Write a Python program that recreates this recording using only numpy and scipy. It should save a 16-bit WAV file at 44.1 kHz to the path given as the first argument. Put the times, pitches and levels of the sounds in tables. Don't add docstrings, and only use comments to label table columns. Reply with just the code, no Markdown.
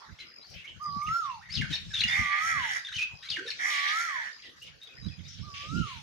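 import sys
import numpy as np
from scipy import signal
from scipy.fft import rfft, irfft, next_fast_len
from scipy.io import wavfile
from scipy.ndimage import uniform_filter1d, map_coordinates

SR = 44100
rng = np.random.default_rng(int(sys.argv[2]) if len(sys.argv) > 2 else 0)


def convert_level_to_amplitude(level_db):
    exponent = np.asarray(level_db, float) / 20
    return 10 ** exponent


def store_wav(level_fs):
    pcm = np.round(np.clip(np.atleast_2d(level_fs), -1, 1) * 32767)
    wavfile.write(sys.argv[1], SR, pcm.T.astype(np.int16))


N = 265570

# (frequency [Hz], relative level [dB])
AIR_SPECTRUM = [(24, -23), (40, -4.5), (473, 0), (905, -4.5), (1960, 4.5), (3940, -13.5), (6830, -13),
                (8340, -42), (9690, -18.5), (13100, -15), (15600, -59)]
AIR_DB = -59
# (time [s], level [dB])
WASH = [(0.0, -58.5), (0.45, -71), (1.25, -52), (1.5, -66), (1.7, -52), (2.15, -47), (2.9, -54),
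        (3.25, -61), (3.8, -39), (4.2, -50), (4.66, -68.5), (5.6, -55), (5.75, -47.5), (6.02, -51)]
# (time [s], half width [s], relative peak level [dB], left-right [dB])
GUSTS = [(.13, .05, -49.5, -35), (.55, 0.073, -51, 33), (.77, 0.07, -50, 44), (.89, 0.031, -46, 42),
         (0.969, 0.036, -38, 33), (1.088, 0.05, -40, 34), (1.34, 0.19, -57.5, -6), (1.612, 0.1, -33.5, 45),
         (1.712, 0.032, -32, 45), (1.859, .15, -43, -1), (2.042, 0.11, -40.5, 38), (2.199, 0.08, -38, 21),
         (2.46, 0.054, -48.5, -30), (2.6, 0.12, -40.5, -19), (2.97, 0.059, -48, 40), (3.14, .06, -52, 28),
         (3.36, 0.18, -57.5, 27), (4.19, 0.088, -65, -10), (4.7, 0.13, -55.5, -40), (5.068, 0.06, -34, -40),
         (5.2, 0.13, -43.5, -45), (5.44, 0.27, -44, -35), (5.769, 0.081, -28.5, -47),
         (5.971, 0.075, -43, -47)]
# (frequency [Hz], relative level [dB])
BUFFET_SPECTRUM = [(15, -75), (25, -2), (75, 4.5), (160, 1), (221, -10.5), (414, -83), (500, -27),
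                   (650, -82), (1100, -120)]
GUST_EDGE_DB, LULL_DB = 16.5, -83.5
# (time [s], relative peak level [dB])
RUSTLES = [(0.4975, -48), (0.6434, -57), (0.8265, -46.5), (1.028, -42.5), (4.621, -42), (4.8294, -47.5)]
# (time [s], length [s], resonance [Hz], width [Hz], level [dB])
SQUAWKS = [(0, 0.08, 1060, 504, -52.5), (0.195, 0.065, 3000, 1670, -48.5), (0.461, 0.11, 4760, 1400, -56),
           (0.534, .11, 2640, 1280, -49.5), (0.665, 0.071, 3000, 500, -49), (1.065, 0.051, 2270, 900, -57),
           (1.242, 0.09, 2250, 1554, -55.5), (1.7, 0.048, 3200, 2460, -39), (2.583, .17, 3080, 980, -44),
           (3.698, 0.24, 3394, 1610, -40), (4.415, 0.1, 3530, 1500, -55.5), (4.563, 0.15, 4800, 3040, -59),
           (4.642, 0.065, 2930, 2100, -52), (5.273, 0.12, 5570, 1090, -54.5),
           (5.297, 0.16, 3450, 1470, -57), (5.536, .14, 2770, 1375, -46.5),
           (5.539, 0.086, 5900, 900, -55.5), (5.688, 0.24, 6440, 1000, -63),
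           (5.749, 0.15, 2900, 500, -51.5), (5.855, .15, 2630, 1800, -49.5)]
# (time [s], length [s], pulse rate at start [1/s], at end [1/s], peak level [dB])
TRILLS = [(0.248, 0.21, 68, 26, -46.5), (0.813, 0.22, 51, 40.8, -44), (2.783, 0.03, 33, 44, -33),
          (3.128, 0.26, 55, 56, -52), (4.308, 0.183, 66, 34.4, -46), (4.933, 0.26, 70, 45, -47.5),
          (5.482, 0.2, 74, 39, -43.5)]
# (time [s], length [s], from [Hz], to [Hz], relative level [dB])
CROAKS = [(3.374, 0.067, 347, 387, -45), (3.444, 0.0376, 417, 508, -45.5)]
# (time after phrase start [s], length [s], from [Hz], to [Hz], relative level [dB])
PHRASE_GLIDES = [(-.012, 0.0093, 3283, 4550, -35.5), (0, 0.0118, 5690, 3470, -33),
                 (.009, 0.0215, 4074, 2943, -36), (0.028, 0.0267, 2870, 2734, -39),
                 (0.06, .018, 2433, 1480, -35.5), (0.081, 0.024, 1618, 1523, -42.5),
                 (0.174, 0.025, 1894, 1674, -47.5), (.162, 0.0144, 4210, 3500, -45.5),
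                 (.176, .016, 3750, 3650, -35), (.178, 0.0443, 5500, 5355, -50),
                 (.203, 0.0079, 4840, 3590, -32), (0.21, .014, 3500, 2006, -42)]
# (time [s], level offset [dB])
PHRASE_STARTS = [(1.55, 1.5), (3.299, 0.5)]
# (time [s], length [s], from [Hz], to [Hz], relative level [dB])
LOOSE_GLIDES = [(0.185, 0.0134, 2670, 5060, -52), (0.197, 0.0215, 3960, 4060, -49),
                (0.315, .008, 2300, 1600, -57), (0.49, 0.067, 5670, 5670, -62),
                (0.187, 0.05, 2200, 2066, -56), (0.413, .057, 3880, 4850, -59),
                (0.643, 0.0246, 2066, 2430, -48.5), (0.676, 0.027, 3142, 3050, -53.5),
                (1.015, 0.017, 2110, 2350, -50), (1.065, 0.013, 2620, 2810, -42.5),
                (1.082, 0.0129, 2350, 1820, -41), (1.299, 0.033, 2730, 2770, -51.5),
                (1.409, 0.0195, 1170, 1720, -55), (1.422, 0.035, 1820, 2080, -56.5),
                (1.486, 0.026, 1733, 2430, -49), (1.499, 0.036, 4290, 5080, -44.5),
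                (1.521, 0.03, 5110, 5210, -41.5), (1.7, 0.018, 1920, 1355, -51),
                (1.712, .012, 3160, 2940, -45), (3.511, 0.0091, 4500, 4260, -43),
                (1.57, 0.011, 4080, 3800, -41), (1.736, 0.012, 3750, 3350, -32),
                (1.65, .014, 1490, 1390, -44), (1.904, 0.0374, 1740, 1510, -50),
                (1.938, .029, 2065, 1248, -51), (1.936, 0.027, 3935, 3250, -35.5),
                (1.961, 0.0176, 3936, 2296, -38.5), (1.973, 0.033, 3420, 3330, -32.5),
                (1.984, 0.0112, 3320, 2100, -49), (1.987, 0.018, 4680, 3950, -42),
                (2.004, 0.0092, 3360, 4760, -26.5), (2.008, .016, 4690, 1397, -34),
                (2.034, .012, 2950, 2690, -27), (2.041, 0.02, 2760, 1700, -40),
                (2.072, 0.062, 3510, 3590, -38), (2.079, 0.009, 5160, 4930, -39),
                (2.846, 0.017, 3600, 3610, -42.5), (2.867, 0.0088, 3680, 3200, -36),
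                (2.872, 0.031, 2155, 1414, -48), (2.883, 0.013, 4100, 3630, -46),
                (2.907, 0.0192, 1924, 1280, -51), (2.92, 0.0196, 3430, 4480, -44),
                (2.924, 0.0148, 1500, 2330, -41.5), (2.939, 0.033, 2960, 3176, -35.5),
                (2.943, .033, 6100, 6060, -51.5), (2.963, 0.0079, 5270, 3580, -42.5),
                (2.971, 0.0195, 3200, 2440, -37), (2.983, 0.0536, 2478, 2484, -34),
                (3.216, 0.087, 3250, 3170, -58.5), (3.222, 0.053, 3640, 4320, -52),
                (3.226, 0.0585, 1803, 2356, -53.5), (3.23, 0.05, 1526, 1610, -61),
                (3.453, 0.026, 1608, 1227, -54), (4.434, 0.017, 2730, 3000, -54),
                (4.44, 0.0416, 2072, 1773, -57), (4.46, .008, 3650, 2400, -60),
                (4.474, .008, 4000, 2500, -60), (4.68, .02, 2290, 2250, -63),
                (0.542, 0.029, 3310, 2890, -57), (0.579, 0.029, 2760, 2670, -55),
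                (4.492, 0.0098, 4110, 2700, -55), (4.615, 0.0263, 2780, 3100, -50.5),
                (4.648, 0.0084, 2260, 4000, -58), (4.673, 0.01, 4180, 2300, -48),
                (4.814, 0.0467, 3710, 3856, -51.5), (4.87, 0.0124, 3700, 3030, -48.5),
                (4.886, 0.063, 2528, 2454, -59), (5.022, 0.057, 3820, 3955, -55.5),
                (5.083, 0.011, 3700, 3270, -50), (5.103, 0.037, 2640, 2430, -58),
                (5.188, 0.0106, 3610, 2920, -51.5), (5.236, .07, 4730, 5270, -62),
                (5.249, 0.029, 3610, 3910, -55.5)]
SIDE_AT_3K_DB, SIDE_DB_PER_OCTAVE = 1.5, 6
# (time [s], length [s], level [dB], full effort until [s], fading after that [dB/s])
CAWS = [(2.058, .77, -28.5, 0.24, 12.5), (3.583, .745, -29.5, .21, 17)]
# (centre [Hz], width [Hz], relative level [dB])
BODY_RESONANCES = [(1150, 500, -32), (1680, 200, -7), (3300, 900, -24)]
# (centre [Hz], width [Hz], relative level [dB])
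TREBLE_RESONANCES = [(4320, 400, -39.5), (5900, 1660, 4), (9200, 1900, -8), (11260, 700, -6),
                     (13700, 1800, -20)]
CROW_TREBLE_DB = -30.5
BEAK_PER_PULSE = 24.78
OPENING_RATE, FULL_RATE, RATE_RISE_S = 73, 82.4, .13
SAG_FROM_S, RATE_SAG = .2, 28
# (time [s], crest time [s], crest pitch [Hz], crest level [dB], opening re crest [dB])
WHISTLES = [(0.795, 1.172, 1394, -28, -10), (2.161, 2.494, 1356, -29.5, -11),
            (3.65, 4.026, 1401, -33, -11.5), (5.42, 5.782, 1416, -36.5, -17)]
WHISTLE_RISE = [(0, -.4), (.06, .38), (.12, .3), (.25, .05), (.42, 0), (.58, .11), (0.749, .42),
                (0.901, .85), (0.999, 0.99)]
# (time after crest [s], pitch re crest [Hz], level re crest [dB])
WHISTLE_FALL = [(.03, -36.5, -5), (.085, -240, -8.5), (.13, -360, -8.5), (0.239, -610, -28.5)]
# (multiple of the pitch, relative level [dB], strongest at [Hz])
WHISTLE_PARTIALS = [(2, -38, 2700), (4, -23, 5600), (5, -26, 6300), (7, -33, 9700), (8, -25, 11000),
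                    (10, -37, 13700)]
# (pitch [Hz], left-right [dB])
WHISTLE_BALANCE = [(850, 2), (1000, -3.5), (1130, -7.5), (1200, -7), (1290, -2), (1400, 1)]
DIP_HZ, DIP_DEEPENS = 1144.5, .6
# (frequency [Hz], decay time to -60 dB [s])
TREE_DECAY = [(800, 0.29), (3000, 0.34), (8000, 0.095)]


def unit(x):
    return x / np.sqrt(np.mean(x ** 2) + 1e-20)


def along(points, hz):
    f, v = np.transpose(points)
    return np.interp(np.log(hz + 1), np.log(f + 1), v)


def curves(rows):
    s, *cols = np.transpose(rows)
    at = np.arange(round(s[0] * SR), min(round(s[-1] * SR), N))
    return at[0], [np.interp(at / SR, s, c) for c in cols]


def wobble(n, rate):
    knots = rng.standard_normal(int(n * rate / SR) + 4)
    return map_coordinates(knots, [np.arange(n) * rate / SR])


def filtered(x, response):
    m = next_fast_len(x.shape[-1] + 8192)
    spectrum = rfft(x, m) * response(np.fft.rfftfreq(m, 1 / SR))
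    return irfft(spectrum, m)[..., :x.shape[-1]]


def peak(hz, centre_hz, width_hz):
    return 1 / (1 + ((hz * hz - centre_hz ** 2) / (hz * width_hz + 1)) ** 2)


def resonances(hz, table):
    return sum(convert_level_to_amplitude(db) * peak(hz, centre_hz, width_hz) for centre_hz, width_hz, db in table)


def swell(n, rise, fall):
    t = np.arange(n) / SR
    return np.clip(np.minimum(t / rise, t[::-1] / fall), 0, 1)


def add(bus, at, x, pan_db, right_lag):
    for side, sign in enumerate((1, -1)):
        start = max(at - round(sign * right_lag * SR / 2), 0)
        room = bus[side, start:start + len(x)]
        room += (x * convert_level_to_amplitude(sign * pan_db / 2))[:len(room)]


def side_db(hz):
    return np.clip(SIDE_AT_3K_DB + SIDE_DB_PER_OCTAVE * np.log2(hz / 3000), -10, 10)


def patchy(depth_db):
    z = signal.stft(rng.standard_normal((2, N)), nperseg=512)[2]
    field = rng.standard_normal(z.shape[1:])
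    field = uniform_filter1d(uniform_filter1d(field, 6, 0), 10, 1)
    return signal.istft(z * convert_level_to_amplitude(depth_db * unit(field)), nperseg=512)[1][:, :N]


def background():
    air = unit(filtered(patchy(depth_db=6.5), lambda f: convert_level_to_amplitude(along(AIR_SPECTRUM, f))))
    wash = unit(filtered(patchy(depth_db=5), lambda f: peak(f, 2200, 5040) * peak(f, 4890, 4700)))
    db = curves(WASH)[1][0]
    db = np.pad(db, (0, N - len(db)), "edge")
    return convert_level_to_amplitude(AIR_DB) * air + convert_level_to_amplitude(db) * wash


def wind():
    s, half, gust_db, pan_db = np.transpose(GUSTS)[:, :, None]
    ticks = np.arange(0, N + 64, 64)
    left_share = 1 / (1 + convert_level_to_amplitude(-2 * pan_db))
    power = convert_level_to_amplitude(2 * (gust_db - GUST_EDGE_DB * np.abs(ticks / SR - s) / half))
    power_by_side = [np.interp(np.arange(N), ticks, (power * share).sum(0))
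                     for share in (left_share, 1 - left_share)]
    level = 2 * np.sqrt(np.array(power_by_side) + convert_level_to_amplitude(2 * LULL_DB))
    lumps = convert_level_to_amplitude(3.6 * np.array([wobble(N, 35), wobble(N, 35)]))
    low = filtered(rng.standard_normal((2, N)), lambda f: convert_level_to_amplitude(along(BUFFET_SPECTRUM, f)))
    high = filtered(rng.standard_normal((2, N)), lambda f: peak(f, 172.4, 192) ** 2)
    gusts = level * (unit(lumps * low) + 25 * level * unit(lumps * high))
    return filtered(gusts, lambda f: 1 / (1 + (55 / (f + 1)) ** 3))


def rustles():
    bus, t = np.zeros((2, N)), np.arange(round(.06 * SR)) / SR
    for s, db in RUSTLES:
        hiss = unit(filtered(rng.standard_normal((2, len(t))), lambda f: peak(f, 9000, 13000)))
        fading = convert_level_to_amplitude(db - 7.5 - 60 * t / 0.11) * swell(len(t), 0.0037, 0.0055)
        bus[:, round(s * SR):][:, :len(t)] += fading * hiss
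    return bus


def squawks():
    bus = np.zeros((2, N))
    for s, length, hz, width_hz, db in SQUAWKS:
        n, pan_db = round(length * SR), side_db(hz) / 2
        common, own = rng.standard_normal(n), rng.standard_normal((2, n))
        rasp = unit(filtered(common + 3.1 * own, lambda f: peak(f, hz, width_hz)))
        gain = convert_level_to_amplitude(db + 2.4 * wobble(n, 83.5)) * swell(n, 0.0085, 0.05)
        call = gain * convert_level_to_amplitude([[pan_db / 2], [-pan_db / 2]]) * rasp
        room = bus[:, round(s * SR):][:, :n]
        room += call[:, :room.shape[1]]
    return bus


def triller():
    bus = np.zeros((2, N))
    for s, length, start_rate, end_rate, db in TRILLS:
        n = round(length * SR)
        turns = np.cumsum(np.linspace(start_rate, end_rate, n)) / SR
        pips = np.exp(-((turns % 1 - .5) / .12) ** 2) * convert_level_to_amplitude(2.5 * wobble(n, 40))
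        phase = 2 * np.pi * np.cumsum(5000 + 25 * wobble(n, 30)) / SR + 0.72 * wobble(n, 206.5)
        trill = convert_level_to_amplitude(db) * pips * swell(n, 0.023, 0.058) * np.sin(phase)
        add(bus, round(s * SR), trill, 6, -.0007)
    return bus


def croak():
    bus = np.zeros((2, N))
    for s, length, from_hz, to_hz, db in CROAKS:
        n = round(length * SR)
        throb = .6 + 0.45 * np.cos(2 * np.pi * np.cumsum(85 + 18 * wobble(n, 56)) / SR)
        phase = 2 * np.pi * np.cumsum(np.geomspace(from_hz, to_hz, n)) / SR
        tone = np.sin(phase + 0.48 * wobble(n, 88))
        add(bus, round(s * SR), convert_level_to_amplitude(db + 4) * swell(n, 0.0065, 0.01) * throb * tone, -3, 0)
    return bus


def syllable_noise_gain(f):
    bright = peak(f, 10100, 1000) + convert_level_to_amplitude(-25) * peak(f, 15700, 1500)
    return bright + convert_level_to_amplitude(6.0) * peak(f, 5900, 1960) + convert_level_to_amplitude(14.5) * peak(f, 2760, 4100) ** 2


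def chatter():
    bus = np.zeros((2, N))
    noise = unit(filtered(rng.standard_normal(N), syllable_noise_gain))
    sung = [(s + after, length, from_hz, to_hz, level + db) for s, level in PHRASE_STARTS
            for after, length, from_hz, to_hz, db in PHRASE_GLIDES]
    for s, length, from_hz, to_hz, db in sung + LOOSE_GLIDES:
        at, n = round(s * SR), round(length * SR)
        glide_hz = np.geomspace(from_hz, to_hz, n)
        unsteady_hz = glide_hz * (1 + .015 * wobble(n, 70))
        phase = 2 * np.pi * np.cumsum(unsteady_hz) / SR + .3 * wobble(n, 400)
        rasp = 1 + 0.095 * wobble(n, 2477)
        tone = rasp * np.sin(phase) + convert_level_to_amplitude(-40) * np.sin(2 * phase)
        syllable = tone + convert_level_to_amplitude(-14) * np.resize(noise[at:], n)
        gain = convert_level_to_amplitude(db + 3 + 3 * wobble(n, 250)) * swell(n, .0035, .004)
        add(bus, at, gain * syllable, side_db(glide_hz), 0)
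    return bus


def crow():
    bus = np.zeros((2, N))
    for s, length, full_db, hold, fade in CAWS:
        at, n = round(s * SR), round(length * SR)
        age = np.arange(n) / SR
        db = full_db - fade * np.maximum(age - hold, 0)
        rate = np.interp(age, [0, RATE_RISE_S], [OPENING_RATE, FULL_RATE])
        rate = rate - RATE_SAG * np.maximum(age - SAG_FROM_S, 0)
        beak_hz = BEAK_PER_PULSE * (rate + 0.39 * (FULL_RATE - rate))
        turns = np.cumsum(rate * (1 + .004 * wobble(n, 30))) / SR
        pulses = np.diff(np.floor(turns), prepend=0) * convert_level_to_amplitude(1.5 * rng.standard_normal(n))
        breath = np.exp(-.8 * (turns % 1)) * rng.standard_normal(n)
        hz, t, z = signal.stft([unit(pulses), unit(breath)], SR, nperseg=1024)
        hz, frame = hz[:, None], np.minimum(t * SR, n - 1).astype(int)
        noisy = np.clip((hz - 1700) / 2000, .3, .97)
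        shape = peak(hz, beak_hz[frame], 796) ** 2 + convert_level_to_amplitude(-19.5) * peak(hz, 9.8 * rate[frame], 220)
        shape += resonances(hz, BODY_RESONANCES)
        treble_gain = convert_level_to_amplitude(CROW_TREBLE_DB + 6.5 * wobble(n, 9.8)[frame])
        shape += treble_gain * resonances(hz, TREBLE_RESONANCES)
        flicker = uniform_filter1d(uniform_filter1d(rng.standard_normal(shape.shape), 2, 0), 8, 1)
        shape *= convert_level_to_amplitude(2.5 * unit(flicker))
        smear = np.exp(1j * 2.8 * wobble(len(hz), SR / 2))[:, None]
        mixed = z[0] * smear * np.sqrt(1 - noisy ** 2) + z[1] * noisy
        voice = signal.istft(mixed * shape, SR, nperseg=1024)[1][:n]
        add(bus, at, convert_level_to_amplitude(db) * swell(n, 0.029, 0.06) * unit(voice), -4.5, .0009)
    return bus


def whistler():
    bus = np.zeros((2, N))
    for s, crest_s, crest_hz, crest_db, opening_db in WHISTLES:
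        dip_hz = DIP_HZ - DIP_DEEPENS * (crest_hz - 1390)
        rise = [(s + way * (crest_s - s), dip_hz + height * (crest_hz - dip_hz),
                 opening_db * (1 - way ** 2.5)) for way, height in WHISTLE_RISE]
        fall = [(crest_s + after, crest_hz + drop_hz, db) for after, drop_hz, db in WHISTLE_FALL]
        at, (hz, db) = curves(rise + fall)
        hz = uniform_filter1d(hz, size=1100, mode="nearest")
        phase = 2 * np.pi * np.cumsum(hz) / SR
        blurred = phase + .2 * wobble(len(hz), 220)
        upper = sum(convert_level_to_amplitude(level) * peak(k * hz, best_hz, 1350) * np.sin(k * blurred)
                    for k, level, best_hz in WHISTLE_PARTIALS)
        waver_db = 1.5 * wobble(len(hz), 22)
        gain = convert_level_to_amplitude(crest_db + db + waver_db) * swell(len(hz), 0.029, 0.0078)
        tone = gain * (np.sin(phase) + upper)
        add(bus, at, np.sqrt(2) * tone, along(WHISTLE_BALANCE, hz), -.00015)
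    return bus


def nearby(x):
    taps = np.zeros((2, round(.04 * SR)))
    for side in taps:
        delay = rng.uniform(0.0027, .04, size=9)
        side[(delay * SR).astype(int) - 1] = rng.choice([-1, 1], size=9) * convert_level_to_amplitude(-60 * delay / 0.072)
    taps = taps / np.linalg.norm(taps, axis=1, keepdims=True)
    return signal.fftconvolve(x, taps, axes=1)[:, :N]


def trees(x):
    hz, t, z = signal.stft(rng.standard_normal((2, SR // 2)), SR, nperseg=256)
    decay = convert_level_to_amplitude(-60 * t / along(TREE_DECAY, hz)[:, None])
    tail = signal.istft(z * decay, SR, nperseg=256)[1]
    late = np.pad(x, [(0, 0), (300, 0)])
    return signal.fftconvolve(late, tail / np.linalg.norm(tail[0]), axes=1)[:, :N]


def scene():
    bed = background() + wind() + rustles()
    far = squawks() + triller()
    far = far + convert_level_to_amplitude(-3.5) * trees(far)
    glides = chatter()
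    glides += convert_level_to_amplitude(-6) * nearby(glides) + convert_level_to_amplitude(-5) * trees(glides)
    calls = croak() + crow() + whistler()
    calls += convert_level_to_amplitude(-10) * trees(calls)
    return bed + far + glides + calls


def low_pass(x):
    return signal.sosfilt(signal.butter(12, 15710, fs=SR, output="sos"), x)


def record(dry):
    dull = filtered(dry, lambda hz: convert_level_to_amplitude(-6 / (1 + (7200 / (hz + 1)) ** 16)))
    return low_pass(dull)


dry = scene()
out = record(dry)
store_wav(out)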